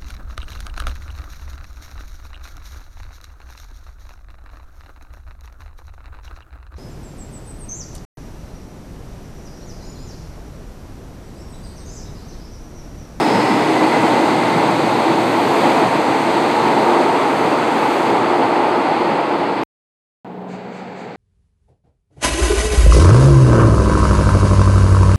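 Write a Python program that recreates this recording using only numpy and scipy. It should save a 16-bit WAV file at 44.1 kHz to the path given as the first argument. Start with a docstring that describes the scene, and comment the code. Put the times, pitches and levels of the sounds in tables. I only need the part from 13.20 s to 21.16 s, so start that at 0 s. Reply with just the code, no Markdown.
"""A concrete underground station: a metro train accelerates past the platform. Car bodies rumble,
wheels roar on the rails, gears drone, motors whine and passing bogies bring swells of steel hiss.
Two wheels sing thinly, and an air leak dies away at the start. The train cuts to a short silence;
then the empty station hums, and a train at its far end lets off three puffs of air that ring on
down the hall, the last with a faint tick."""
import sys
import numpy as np
from scipy import signal
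from scipy.fft import rfft, irfft, next_fast_len
from scipy.io import wavfile

SR = 44100
rng = np.random.default_rng(int(sys.argv[2]) if len(sys.argv) > 2 else 0)


def transcribe(u):
    """Save the signal u as a 16-bit wav file named by the first command-line argument.

    u: samples, shape (n,) or (channels, n), limited to [-1, 1]; the rate is SR.
    q: integer samples, one column per channel.
    """
    v = np.clip(np.atleast_2d(u).T, -1, 1)
    q = np.round(v * 32767).astype(np.int16)
    wavfile.write(sys.argv[1], SR, q)


N = 351036
TIME = np.arange(N) / SR
BIN_HZ = np.maximum(np.fft.rfftfreq(next_fast_len(N), 1 / SR), 1)
TRAIN_CUT_S, PLATFORM_IN_S = 6.435, 7.046

# Colours of the train's noises. Each row: frequency in Hz, relative level in dB.
RUMBLE_COLOUR = [(25, -38.5), (45, -43), (70, -15.5), (97, -18), (114, -2), (130, -3.5), (160, 0), (185, 0),
                 (230, 0.5), (330, -20.5)]
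ROAR_COLOUR = [(140, -35), (190, -16), (235, -1), (290, 3.5), (380, -1), (530, -1.5), (680, -1),
               (950, -2.5), (1100, -4.5), (1350, -10), (1800, -22.5), (3000, -46.5)]
RASP_COLOUR = [(900, -31), (1300, 1.5), (1500, 2.5), (1750, 0.5), (2100, 1.5), (2550, 0), (3000, -5),
               (3900, -10), (4450, -8), (4900, -13.5), (5400, -23.5), (6500, -43.5)]
STEEL_COLOUR = [(2400, -9.5), (3300, 5), (4400, 6), (5050, -3), (5450, -5.5), (6200, 1.5), (7100, -1),
                (8200, 1.5), (9200, -3.5), (10500, -11), (12400, -11.5), (14000, -20), (15700, -26)]
FLANGE_COLOUR = [(8000, -10.5), (10500, -3.5), (11600, 1.5), (12800, -3), (14000, -9.5), (15700, -15.5)]
LEAK_COLOUR = [(4000, -8), (6200, 1.5), (9000, -10), (12500, -12.5), (15700, -8)]
# Wheel and rail resonances. Each row: centre in Hz, width in Hz, boost in dB.
ROAR_MODES = [(438, 96, 3.5), (795, 150, 3), (894, 140, 4.5)]
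RASP_MODES = [(2000, 280, 2.7), (3455, 160, 2.5), (4400, 300, 1.1)]
# Fades of the train's layers. Each holds: opening level in dB, sag in dB per second,
# start of the fade into the distance in seconds, loss in dB per doubling of distance.
RUMBLE_FADE = (-26.5, .35, 2, 1.23)
ROAR_FADE = (-15.5, 0.0558, 5.5, 2.26)
RASP_FADE = (-26, 0.3052, 5, 1.5)
HISS_FADE = (-36, 0.8, 4.85, 4)
GEAR_FADE = (-24, 0.95, 6.5, 9)
# Bogies at the car ends go by. Each row: peak time in seconds, half length in seconds,
# lift of the roar in dB, lift of rasp and hiss in dB.
CAR_ENDS = [(0, 0.051, 0.5, 0.7), (.87, .15, 1.8, 1), (2.466, 0.12, 3, 2.9), (3.2, .22, -0.2, 1.0),
            (3.7, 0.14, 2.5, 0.8), (4.75, 0.11, -0.5, 0.8), (5.35, 0.1, 0.5, 0), (5.75, 0.28, 0.8, 1.7)]
# Hums and resonances of passing parts. Each row: peak time in seconds, half length in seconds,
# pitch in Hz, width in Hz, level in dB.
RING_SWELLS = [(1.8, 0.68, 114, 2.5, -37.5), (1.35, .2, 165, 14, -27.5), (2.42, .17, 210, 20, -34.5),
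               (2.61, .2, 930, 32, -28), (3.3, 0.23, 222, 4, -32), (3.5, 0.4, 890, 78, -21.5),
               (4.62, 0.083, 310, 30, -26), (6, 0.13, 850, 58, -27), (4.73, 0.98, 1230, 240, -29),
               (1.4, 1, 3900, 800, -37.5), (3.4, 0.32, 4000, 650, -39), (6.05, .35, 560, 170, -25.5)]
# Flanges brush the rail. Each row: peak time in seconds, half length in seconds, level in dB.
FLANGE_SWELLS = [(.05, 0.1, -59.5), (.65, 0.24, -61.5), (2.35, .25, -51.5), (3.6, .15, -59),
                 (4.2, .12, -56), (4.7, 0.13, -53)]
# Gearboxes pass; the closer, the purer the tone.
# Each row: peak time in seconds, half length in seconds, width in Hz, level in dB.
GEARBOXES = [(.58, 0.11, 8.5, -22.5), (.92, 0.14, 7.5, -22.5), (2.0, .16, 30, -22.5), (2.6, 0.088, 20, -23),
             (3.05, .14, 12, -21.5), (3.74, 0.11, 16, -23.5), (5.4, 0.33, 17, -23.5)]
# Motor whine, lost in the roar once its car is past. 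Each row: time in seconds, pitch in Hz, level in dB.
MOTOR_CURVE = [(0, 1928, -34), (.62, 2026, -31), (1.35, 2063, -33), (1.7, 2070, -50), (2.6, 2062, -67)]
# Two singing wheels, one curve each. Each row: time in seconds, pitch in Hz, level in dB.
WHEEL_CURVES = [
    [(0, 10150, -58), (.9, 10750, -61.5), (1.6, 10650, -74)],
    [(.8, 12100, -71), (2, 12600, -58.5), (2.5, 12480, -62.5), (3.8, 12300, -68.5)],
]
# The air leak dies away. Each row: time in seconds, level of the whistle in dB.
LEAK_CURVE = [(0, -35), (.3, -39.5), (.5, -46.5), (1.2, -57.5), (1.6, -82.5)]

# Colours of the room tone, the puffs and their tail. Each row: frequency in Hz, relative level in dB.
ROOM_COLOUR = [(30, -37), (90, -16), (125, -4.5), (200, 2.5), (300, -2), (480, -0.5), (590, -6.5),
               (700, 0.5), (920, -4.5), (1100, -13), (2400, -24.5), (4500, -35.5), (5400, -47), (8000, -48),
               (10300, -63), (13000, -53), (15700, -57)]
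PUFF_COLOUR = [(900, -25), (2300, 10), (3200, -2), (4600, 5), (5400, -7), (6300, 2), (7900, -1),
               (9000, -13), (11000, -25), (15000, -35)]
TAIL_COLOUR = [(700, -13), (1350, 2), (1900, -1), (2300, 1), (3100, -12), (4600, -11), (5400, -25),
               (7700, -23), (9500, -46)]
# Mains hum and other steady tones of the station. Each row: pitch in Hz, relative level in dB.
HUM_TONES = [(120, -57), (240, -46), (413, -44.5), (480, -47), (535, -46.5), (720, -55), (840, -45.5)]
# The fan hum swells twice. Each row: peak time in seconds, half length in seconds, level in dB.
FAN_SWELLS = [(7.31, 0.079, -40), (7.63, .11, -40)]
# Air let off by the far train. Each row: start in seconds, length in seconds, relative level in dB.
PUFFS = [(7.275, 0.083, -51.5), (7.514, 0.087, -52), (7.747, 0.076, -51.5)]


def from_db(db):
    """Decibels to gain."""
    return 10 ** (np.asarray(db) / 20)


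def rms_one(x):
    """Scale to rms 1."""
    return x / np.sqrt(np.mean(x ** 2) + 1e-20)


def in_time(rows):
    """Each column of a curve at every sample."""
    s, *columns = np.transpose(rows)
    return [np.interp(TIME, s, column) for column in columns]


def shaped(gain):
    """Noise with the given gain at every frequency; rms 1."""
    size = next_fast_len(N)
    return rms_one(irfft(rfft(rng.standard_normal(size)) * gain, size)[:N])


def drift(rate_hz):
    """A smooth random wander; rms 1."""
    return shaped(1 / (1 + (BIN_HZ / rate_hz) ** 2 / 2) ** 2)


def flutter(rate_hz, depth_db):
    """A gain that wavers around 1."""
    return from_db(depth_db * drift(rate_hz))


def noise(colour, modes=()):
    """Noise with a broad colour, steep roll-offs at both ends and resonant humps on top; rms 1."""
    hz, db = np.transpose(colour)
    octaves_above = np.maximum(np.log2(BIN_HZ / hz[-1]), 0)
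    octaves_below = np.maximum(np.log2(hz[0] / BIN_HZ), 0)
    eq_db = np.interp(np.log(BIN_HZ), np.log(hz), db) - 60 * octaves_above - 24 * octaves_below
    for centre, width, boost in modes:
        eq_db += boost / (1 + (2 * (BIN_HZ - centre) / width) ** 2)
    return shaped(from_db(eq_db))


def smeared_tone(hz, width_hz):
    """A tone heard over many paths at once, so that its level and phase wander; rms 1."""
    phase = 2 * np.pi * np.cumsum(hz * np.ones(N)) / SR
    return rms_one(drift(width_hz) * np.cos(phase) + drift(width_hz) * np.sin(phase))


def passing(s, half_s):
    """The bell-shaped gain of a pass-by."""
    return np.exp(-.5 * ((TIME - s) / half_s) ** 2)


def swelling(rows):
    """The gain of a run of swells."""
    return sum(from_db(db) * passing(s, half_s) for s, half_s, db in rows)


def receding(fade, first_doubling_s=0.45):
    """Level in dB that sags as the cars go by, then falls with distance behind the train."""
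    db, sag_db_per_s, gone_s, doubling_db = fade
    distance = 1 + np.maximum(TIME - gone_s, 0) / first_doubling_s
    return db - sag_db_per_s * TIME - doubling_db * np.log2(distance)


def rolling():
    """Rough steel rolls on steel, surging at car ends; the changing wheel load shakes all but the hiss."""
    roar_lift = sum(db * passing(s, half_s) for s, half_s, db, _ in CAR_ENDS)
    contact_lift = sum(db * passing(s, half_s) for s, half_s, _, db in CAR_ENDS)
    load = flutter(rate_hz=20, depth_db=.5)
    rumble = from_db(receding(RUMBLE_FADE)) * noise(RUMBLE_COLOUR) * flutter(rate_hz=9, depth_db=1.44)
    roar = from_db(receding(ROAR_FADE) + roar_lift) * noise(ROAR_COLOUR, ROAR_MODES)
    rasp = from_db(receding(RASP_FADE) + contact_lift) * noise(RASP_COLOUR, RASP_MODES)
    hiss = from_db(receding(HISS_FADE) + contact_lift) * noise(STEEL_COLOUR)
    return load * (rumble + roar + rasp) + hiss


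def bogies():
    """Bogies add their own ringing and a sizzle of flange on rail while they are close."""
    ringing = sum(from_db(db) * passing(s, half_s) * smeared_tone(hz, width_hz)
                  for s, half_s, hz, width_hz, db in RING_SWELLS)
    return ringing + swelling(FLANGE_SWELLS) * noise(FLANGE_COLOUR)


def drives():
    """Gears and motors climb with speed and level off, smeared by each axle's own Doppler shift."""
    start_hz, top_hz, rise_s = 298.8, 348, 1.6
    gear_hz = top_hz - (top_hz - start_hz) * np.exp(-TIME / rise_s)
    drone = from_db(receding(GEAR_FADE)) * smeared_tone(gear_hz, width_hz=20)
    close_gears = sum(from_db(db) * passing(s, half_s) * smeared_tone(gear_hz, width_hz)
                      for s, half_s, width_hz, db in GEARBOXES)
    motor_hz, motor_db = in_time(MOTOR_CURVE)
    whine = from_db(motor_db) * smeared_tone(motor_hz, width_hz=65)
    return drone + close_gears + whine


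def wheel_song(fade_db_per_s=30):
    """Each wheel sings high and thin while it is near and fades on either side."""
    song = np.zeros(N)
    for curve in WHEEL_CURVES:
        hz, db = in_time(curve)
        away_s = np.abs(TIME - np.clip(TIME, curve[0][0], curve[-1][0]))
        song += from_db(db - fade_db_per_s * away_s) * smeared_tone(hz, width_hz=280)
    return song


def air_leak():
    """Compressed air whistles hoarsely through a valve, with a thin hiss on top."""
    db, = in_time(LEAK_CURVE)
    whistle = smeared_tone(hz=5100, width_hz=280)
    hiss = from_db(-15) * noise(LEAK_COLOUR)
    return from_db(db) * (whistle + hiss)


def hum_tone(hz):
    """A sine of rms near 1 whose level and phase waver slightly."""
    phase = 2 * np.pi * hz * TIME + .35 * drift(rate_hz=3)
    return np.sqrt(2) * np.sin(phase) * flutter(rate_hz=4.3, depth_db=2.2)


def room_tone():
    """Ventilation and distant rolling lay a bed under the hum of mains and fans."""
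    bed = from_db(-32.5) * noise(ROOM_COLOUR)
    hum = sum(from_db(db - 1.5) * hum_tone(hz) for hz, db in HUM_TONES)
    fan = (from_db(-48) + swelling(FAN_SWELLS)) * hum_tone(hz=184.4)
    return bed + hum + fan


def reverb_envelope(power, t60_s):
    """The gain of a sound whose energy builds up in a space and dies away."""
    feedback = 10 ** (-6 / (t60_s * SR))
    return np.sqrt(signal.lfilter([1 - feedback], [1, -feedback], power + 1e-18))


def air_puffs(attack_s=0.014, release_s=.03):
    """Each puff arrives bright, then rings on down the long hall with a darker tail."""
    jet_power = np.zeros(N)
    for s, length_s, db in PUFFS:
        opening = np.clip((TIME - s) / attack_s, 0, 1)
        closing = np.clip((s + length_s - TIME) / release_s, 0, 1)
        jet_power += from_db(db) ** 2 * opening * closing
    bursts = reverb_envelope(jet_power, t60_s=0.27) * noise(PUFF_COLOUR)
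    tail = from_db(16) * reverb_envelope(jet_power, t60_s=4.7) * noise(TAIL_COLOUR)
    return bursts + tail


def tick(start_s=7.818, decay_s=.003):
    """A small dry click in the last puff, gone in a few milliseconds."""
    envelope = (TIME > start_s) * np.exp(-np.abs(TIME - start_s) / decay_s)
    return from_db(-51) * envelope * noise(STEEL_COLOUR)


def scene():
    """The pass-by, a hard cut to silence, then the empty platform; mono."""
    train = rolling() + bogies() + drives() + wheel_song() + air_leak()
    platform = room_tone() + air_puffs() + tick()
    return (train * (TIME < TRAIN_CUT_S) + platform * (TIME > PLATFORM_IN_S))[None]


def record(dry):
    """Soft saturation rounds the peaks; filters trim the sub-bass and the very top."""
    ceiling, low_cut_hz, high_cut_hz = 1.1, 55, 15750
    rounded = ceiling * np.tanh(dry / ceiling)
    low_cut = signal.butter(2, low_cut_hz, "high", fs=SR, output="sos")
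    high_cut = signal.ellip(12, .1, 80, high_cut_hz, fs=SR, output="sos")
    return signal.sosfilt(high_cut, signal.sosfilt(low_cut, rounded))


dry = scene()
out = record(dry)
transcribe(out)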